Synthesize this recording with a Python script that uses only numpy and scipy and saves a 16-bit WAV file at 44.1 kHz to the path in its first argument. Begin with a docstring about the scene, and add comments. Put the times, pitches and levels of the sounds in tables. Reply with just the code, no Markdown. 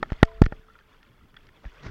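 """Drops flung by fish thrashing in a net in shallow water, heard from inside a sealed waterproof camera case.
The drops tap the case, ringing its modes, and push on the microphone membrane; the hardest overload it.
The splashing, rising bubbles over noise, arrives muffled through the case, with sway, rumble and a few
short decaying tones. At the end a finger wipes over the case, made of rough filtered noise."""
import sys
import numpy as np
from scipy import signal
from scipy.fft import rfft, irfft
from scipy.io import wavfile
from scipy.ndimage import uniform_filter1d

SR = 44100
rng = np.random.default_rng(int(sys.argv[2]) if len(sys.argv) > 2 else 0)


def generate_wav(sig):
    """Save sig (samples, or channels by samples) to the path in sys.argv[1] as 16-bit PCM at SR."""
    pcm = np.round(np.clip(np.atleast_2d(sig).T, -1, 1) * 32767).astype(np.int16)
    wavfile.write(sys.argv[1], SR, pcm)


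def convert_level_to_amplitude(level_db):
    """Map a level in decibels to its linear amplitude factor."""
    exponent = np.asarray(level_db, float) / 20
    return 10 ** exponent


N = 83790  # samples
t = np.arange(N) / SR


def envelope(rows, column=1):
    """Gain over time, straight in dB between the rows of a table that starts with time_s."""
    columns = np.array(rows).T
    return convert_level_to_amplitude(np.interp(t, columns[0], columns[column]))


def colour(x, points):
    """Filter x by (freq_hz, relative_db) points, joined on a log frequency axis, and scale it to rms 1."""
    hz, db = np.array(points, float).T
    freq_hz = np.fft.rfftfreq(N, 1 / SR)
    gain_db = np.interp(np.log(freq_hz + 1), np.log(hz), db, left=-80, right=-80)
    shaped = irfft(rfft(x) * convert_level_to_amplitude(gain_db), N)
    return shaped / np.std(shaped)


def random_walk(rate_hz):
    """Random steps at rate_hz, smoothed twice into a slow drift of spread 1."""
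    hold = int(SR / rate_hz)
    steps = np.repeat(rng.standard_normal(N // hold + 1), hold)
    smooth = uniform_filter1d(uniform_filter1d(steps, hold), hold)[:N]
    return smooth / np.std(smooth)


def add_ring(out, start_s, hz, level_db, t60_s, onset_ms):
    """Add a damped resonance: a sine with a soft onset and an exponential decay."""
    first = int(start_s * SR)
    age_s = np.arange(min(int(1.3 * t60_s * SR), N - first)) / SR
    decay = np.exp(-np.log(1000) * age_s / t60_s)
    onset = 1 - np.exp(-(age_s * 1000 / onset_ms) ** 2)
    out[first:first + len(age_s)] += convert_level_to_amplitude(level_db) * np.sin(2 * np.pi * hz * age_s) * decay * onset


def splashing():
    """Short bubbles of uneven size, each rising slightly in pitch, over spray noise, dulled by the case."""
    # muffled splashing: time_s [s], level_db [dB]
    splash_levels = [(0, -59.5), (.1, -57), (.45, -59.5), (.62, -63.5), (.75, -60.5), (.9, -62.5),
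                     (1.15, -64), (1.3, -61), (1.5, -62.5), (1.9, -58)]
    # colour through the case: freq_hz [Hz], relative_db [dB per Hz]
    splash_colour = [(250, -29), (400, -8), (750, -10), (1300, -2.5), (1800, -4.5), (2400, -7.5),
                     (3100, -9), (3380, -4.5), (3800, -15.5), (4600, -15.5), (6000, -22), (9000, -32.5),
                     (12000, -63)]
    bubbles_per_s, cycles, spread_db, bubbles_over_spray_db = 900, 15, 2.4, -4
    chance = rng.random((4000, 3))
    bubbles = np.zeros(N + SR)
    start_s = np.cumsum(-np.log(1 - chance[:, 0]) / bubbles_per_s)
    for s, size, strength in zip(start_s[start_s < N / SR], chance[:, 1], chance[:, 2]):
        hz = 350 * 2 ** (4.4 * size)
        # age in units of 15 starting periods, so high bubbles die sooner
        age = np.arange(int(3.5 * cycles * SR / hz)) * hz / SR / cycles
        tone = np.sin(2 * np.pi * cycles * (age + 0.0047 * age * age))
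        gain = convert_level_to_amplitude(-spread_db * np.log(1 - .97 * strength)) * np.sqrt(hz)
        first = int(s * SR)
        bubbles[first:first + len(age)] += gain * np.exp(-1.6 * age) * tone
    spray = rng.standard_normal(N)
    mix = bubbles[:N] / np.std(bubbles) * convert_level_to_amplitude(bubbles_over_spray_db) + spray
    unsteady = mix * convert_level_to_amplitude(2.2 * random_walk(25))
    return colour(unsteady, splash_colour) * envelope(splash_levels)


def slosh():
    """The case sways slowly, a very low noise; water rumbles against it, a higher, unsteady noise."""
    # sloshing against the case: time_s [s], sway_db [dB], rumble_db [dB]
    slosh_levels = [(0, -48.5, -49.5), (.18, -42.5, -59), (.3, -41, -65), (.45, -36.5, -57.5),
                    (.6, -50.5, -60.5), (.75, -61, -64.5), (1.3, -58.5, -62.5), (1.6, -62, -63),
                    (1.75, -52, -70.5), (1.9, -55, -44)]
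    # colours of sway and rumble: freq_hz [Hz], relative_db [dB per Hz]
    sway_colour = [(8, -32), (22, 2.5), (40, -6.5), (70, -19.5), (120, -49.5)]
    rumble_colour = [(40, -31), (65, 1.5), (200, -6.5), (400, -12), (650, -39.5)]
    sway = colour(rng.standard_normal(N), sway_colour) * envelope(slosh_levels)
    unsteady = rng.standard_normal(N) * convert_level_to_amplitude(2.5 * random_walk(25))
    rumble = colour(unsteady, rumble_colour) * envelope(slosh_levels, column=2)
    return sway + rumble


def pushes():
    """Pressure swells to a round tip and relaxes, softened by the membrane; it shakes two long case modes."""
    # water or finger pressing the membrane: peak_s [s], level_db [dB, before the membrane],
    # direction [+1 in, -1 out], rise_ms [ms], fall_ms [ms]
    push_table = [(0.0284, -19.5, 1, .4, .1), (0.1209, -13, 1, 0.23, 2.2), (0.13, -31, -1, 0.18, 1.2),
                  (0.2303, 7.5, -1, 0.44, 0.035), (0.2306, -2.5, 1, 0.032, 2.73),
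                  (0.4186, 3.5, 1, 0.77, 0.26), (0.4198, -4, -1, 0.33, 3.3), (.4330, -19, 1, 2.6, 5),
                  (0.4408, -9, 1, 2.3, 2.7), (0.4654, -14, -1, 0.42, 1.7), (0.524, -23.5, -1, 0.43, 0.76),
                  (0.596, -41.5, 1, 0.59, 1.5), (1.658, -29, 1, 1.8, 2.2), (1.666, -28, -1, 2.2, 6.4),
                  (1.677, -30.5, 1, 3.2, 5.1), (1.864, -33.5, 1, 1.8, 0.43), (1.866, -26, -1, 0.27, 1.4),
                  (1.879, -34.5, 1, 1.6, 0.91), (1.896, -31, -1, 1.5, 0.73)]
    # two case modes that ring long: pitch_hz [Hz], # coupling_db [dB, before the drive gain], t60_s [s]
    long_modes = [(441, -83.5, 1.3), (668, -80, .75)]
    membrane_hz, drive_gain = 3500, 20
    pressure = np.zeros(N)
    for peak_s, level_db, direction, rise_ms, fall_ms in push_table:
        from_peak_ms = (t - peak_s) * 1000
        slope_ms = np.where(from_peak_ms < 0, rise_ms, fall_ms)
        swell = np.exp(1 - np.hypot(1, from_peak_ms / slope_ms))
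        pressure += np.sign(direction) * convert_level_to_amplitude(level_db) * swell
    membrane = signal.sosfilt(signal.butter(2, membrane_hz, fs=SR, output="sos"), pressure)
    shake = np.gradient(membrane)
    out = membrane.copy()
    for hz, coupling_db, t60_s in long_modes:
        # one complex pole: a ringing resonator
        pole = np.exp((2j * np.pi * hz - np.log(1000) / t60_s) / SR)
        out += convert_level_to_amplitude(coupling_db) * signal.lfilter([1], [1, -pole], shake).imag * drive_gain
    return out


def taps():
    """Each drop cracks briefly and rings the case modes, both strongest near its colour."""
    # drops tapping the case: start_s [s], level_db [dB, before mode and crack gains],
    # centre_hz [Hz, colour centre], ring_factor [times the decay lengths]
    tap_table = [(.0285, -9, 1270, 0.99), (.0575, -45.5, 1200, 1.8), (.1025, -31.5, 1370, 1.02),
                 (.1203, -25, 1010, 0.73), (.1205, -35, 4500, 0.63), (.1308, -23, 2500, 0.2),
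                 (.2304, 1.5, 1240, 0.76), (.2505, -37, 4370, 1.7), (.2550, -42.5, 4440, .6),
                 (.390, -54, 1350, 0.66), (.4183, -14.5, 5750, 0.76), (.4194, -7, 810, 0.78),
                 (.4260, -37.5, 5500, 0.9), (.4350, -42, 4000, 0.37), (.4378, -29.5, 2500, 1.5),
                 (.4555, -36, 3855, 2.1), (.4605, -34, 4800, 0.75), (0.4624, -17, 1680, 0.64),
                 (.523, -25, 820, 1.28), (.735, -50.5, 3500, 0.91), (.789, -44.5, 2200, 1.2),
                 (1.029, -46, 2490, 1.8), (1.342, -46.5, 2002, 1.33), (1.3655, -41.5, 2290, 2.4),
                 (1.468, -47.5, 3244, 1.84), (1.489, -43.5, 2200, 1.17), (1.643, -35.5, 800, 0.62),
                 (1.652, -33.5, 1370, 0.73)]
    # case modes: pitch_hz [Hz, before scatter], mode_db [dB, before colour and scatter],
    # t60_s [s, before the drop's ring_factor]
    case_modes = [(629, -6, 0.024), (802, -3, 0.018), (1080, -10.5, 0.017), (1370, -0.5, 0.014),
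                  (1802, -2.5, 0.018), (2127, -7.5, 0.016), (2660, -15.5, 0.005), (3306, -12.5, .011),
                  (4530, -16.5, .008), (5676, -16.5, 0.012)]
    colour_oct, onset_ms, scatter_db, pitch_scatter = 1.016, 0.38, 1.8, .02
    crack_db, crack_ms, crack_floor_db, crack_top_hz = -8, 1.6, -33.5, 6900
    out = np.zeros(N)
    chance = rng.standard_normal((len(tap_table), 2, len(case_modes)))
    noise = rng.standard_normal((len(tap_table), 1024))
    age_ms = np.arange(1024) * 1000 / SR
    freq_hz = np.fft.rfftfreq(1024, 1 / SR) + 1

    def off_centre_db(hz, centre_hz):
        """Loss away from the drop's colour: 6 dB at colour_oct octaves, growing with the square."""
        return -6 * (np.log2(hz / centre_hz) / colour_oct) ** 2

    for (s, level_db, centre_hz, ring_factor), scatter, burst in zip(tap_table, chance, noise):
        for (hz, mode_db, t60_s), detune, uneven in zip(case_modes, *scatter):
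            colour_db = max(off_centre_db(hz, centre_hz), -22)
            ring_db = level_db + mode_db + colour_db + scatter_db * uneven
            add_ring(out, s, hz * (1 + pitch_scatter * detune), ring_db, t60_s * ring_factor, onset_ms)
        crack_gain = convert_level_to_amplitude(np.maximum(off_centre_db(freq_hz, centre_hz), crack_floor_db))
        crack = irfft(rfft(burst) * crack_gain / (1 + (freq_hz / crack_top_hz) ** 6))
        shape = np.exp(-age_ms / (crack_ms * ring_factor)) * (1 - np.exp(-age_ms / onset_ms))
        first = int(s * SR)
        out[first:first + len(crack)] += convert_level_to_amplitude(level_db + crack_db) * crack / np.std(crack) * shape
    return out


def plops():
    """Short decaying tones that stand out, some alone, three together as the ring of one small splash."""
    # standout tones: start_s [s], level_db [dB, before onset and decay], pitch_hz [Hz], t60_s [s]
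    plop_table = [(0.28, -42, 1020, 0.062), (.315, -50.5, 962, .07), (0.684, -43, 1300, 0.027),
                  (0.699, -45.5, 1370, 0.051), (0.754, -40.5, 1400, 0.03), (0.809, -47.5, 1629, 0.032),
                  (1.210, -55.5, 1200, .05), (1.368, -39.5, 1544, 0.025), (1.367, -39, 1900, 0.023),
                  (1.367, -35.5, 3362, 0.018), (1.663, -43.5, 1690, 0.037)]
    out = np.zeros(N)
    for start_s, level_db, hz, t60_s in plop_table:
        add_ring(out, start_s, hz, level_db, t60_s, onset_ms=1.2)
    return out


def wipe():
    """Wet skin rubs unevenly on the case: filtered noise whose level flutters."""
    # finger wiping: time_s [s], level_db [dB]
    wipe_levels = [(1.60, -73.5), (1.65, -51.5), (1.69, -64), (1.78, -68), (1.81, -54.5), (1.86, -40.5),
                   (1.9, -46)]
    # colour of the rubbing: freq_hz [Hz], relative_db [dB per Hz]
    wipe_colour = [(60, -30), (140, 0), (350, -8), (780, -20), (1350, -13), (2050, -16.5), (2500, -24),
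                   (5800, -30.5), (9000, -58)]
    roughness_db = 3
    rubbing = rng.standard_normal(N) * convert_level_to_amplitude(roughness_db * random_walk(120))
    return colour(rubbing, wipe_colour) * envelope(wipe_levels)


def scene():
    """All sources summed at the microphone, in mono."""
    mix = splashing() + slosh() + pushes() + taps() + plops() + wipe()
    return mix[None]


def band_limit(x):
    """A steep low-pass at the top of the band."""
    return signal.sosfilt(signal.butter(12, 16660, fs=SR, output="sos"), x)


def record(dry):
    """The capsule leaks slow pressure, overloads and hisses; the coupling sags the flat tops."""
    # capsule hiss: freq_hz [Hz], relative_db [dB per Hz]
    hiss_colour = [(2940, -36), (5000, -8), (8620, -10.5), (15100, -8), (16000, -9), (16500, -28.5)]
    leak_hz, leak_q, coupling_hz = 12, .5, 7
    overload_db, knee, hiss_db = 0.6, 9, -80.5  # a higher knee bends later and harder
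    w = 2 * np.pi * leak_hz
    leak = signal.bilinear([1, 0, 0], [1, w / leak_q, w * w], SR)
    driven = signal.lfilter(*leak, dry) / convert_level_to_amplitude(overload_db)
    limited = convert_level_to_amplitude(overload_db) * driven / (1 + np.abs(driven) ** knee) ** (1 / knee)
    coupled = signal.lfilter(*signal.butter(1, coupling_hz, "high", fs=SR), limited)
    hiss = convert_level_to_amplitude(hiss_db) * colour(rng.standard_normal(N), hiss_colour)
    return band_limit(coupled + hiss)


dry = scene()
out = record(dry)
generate_wav(out)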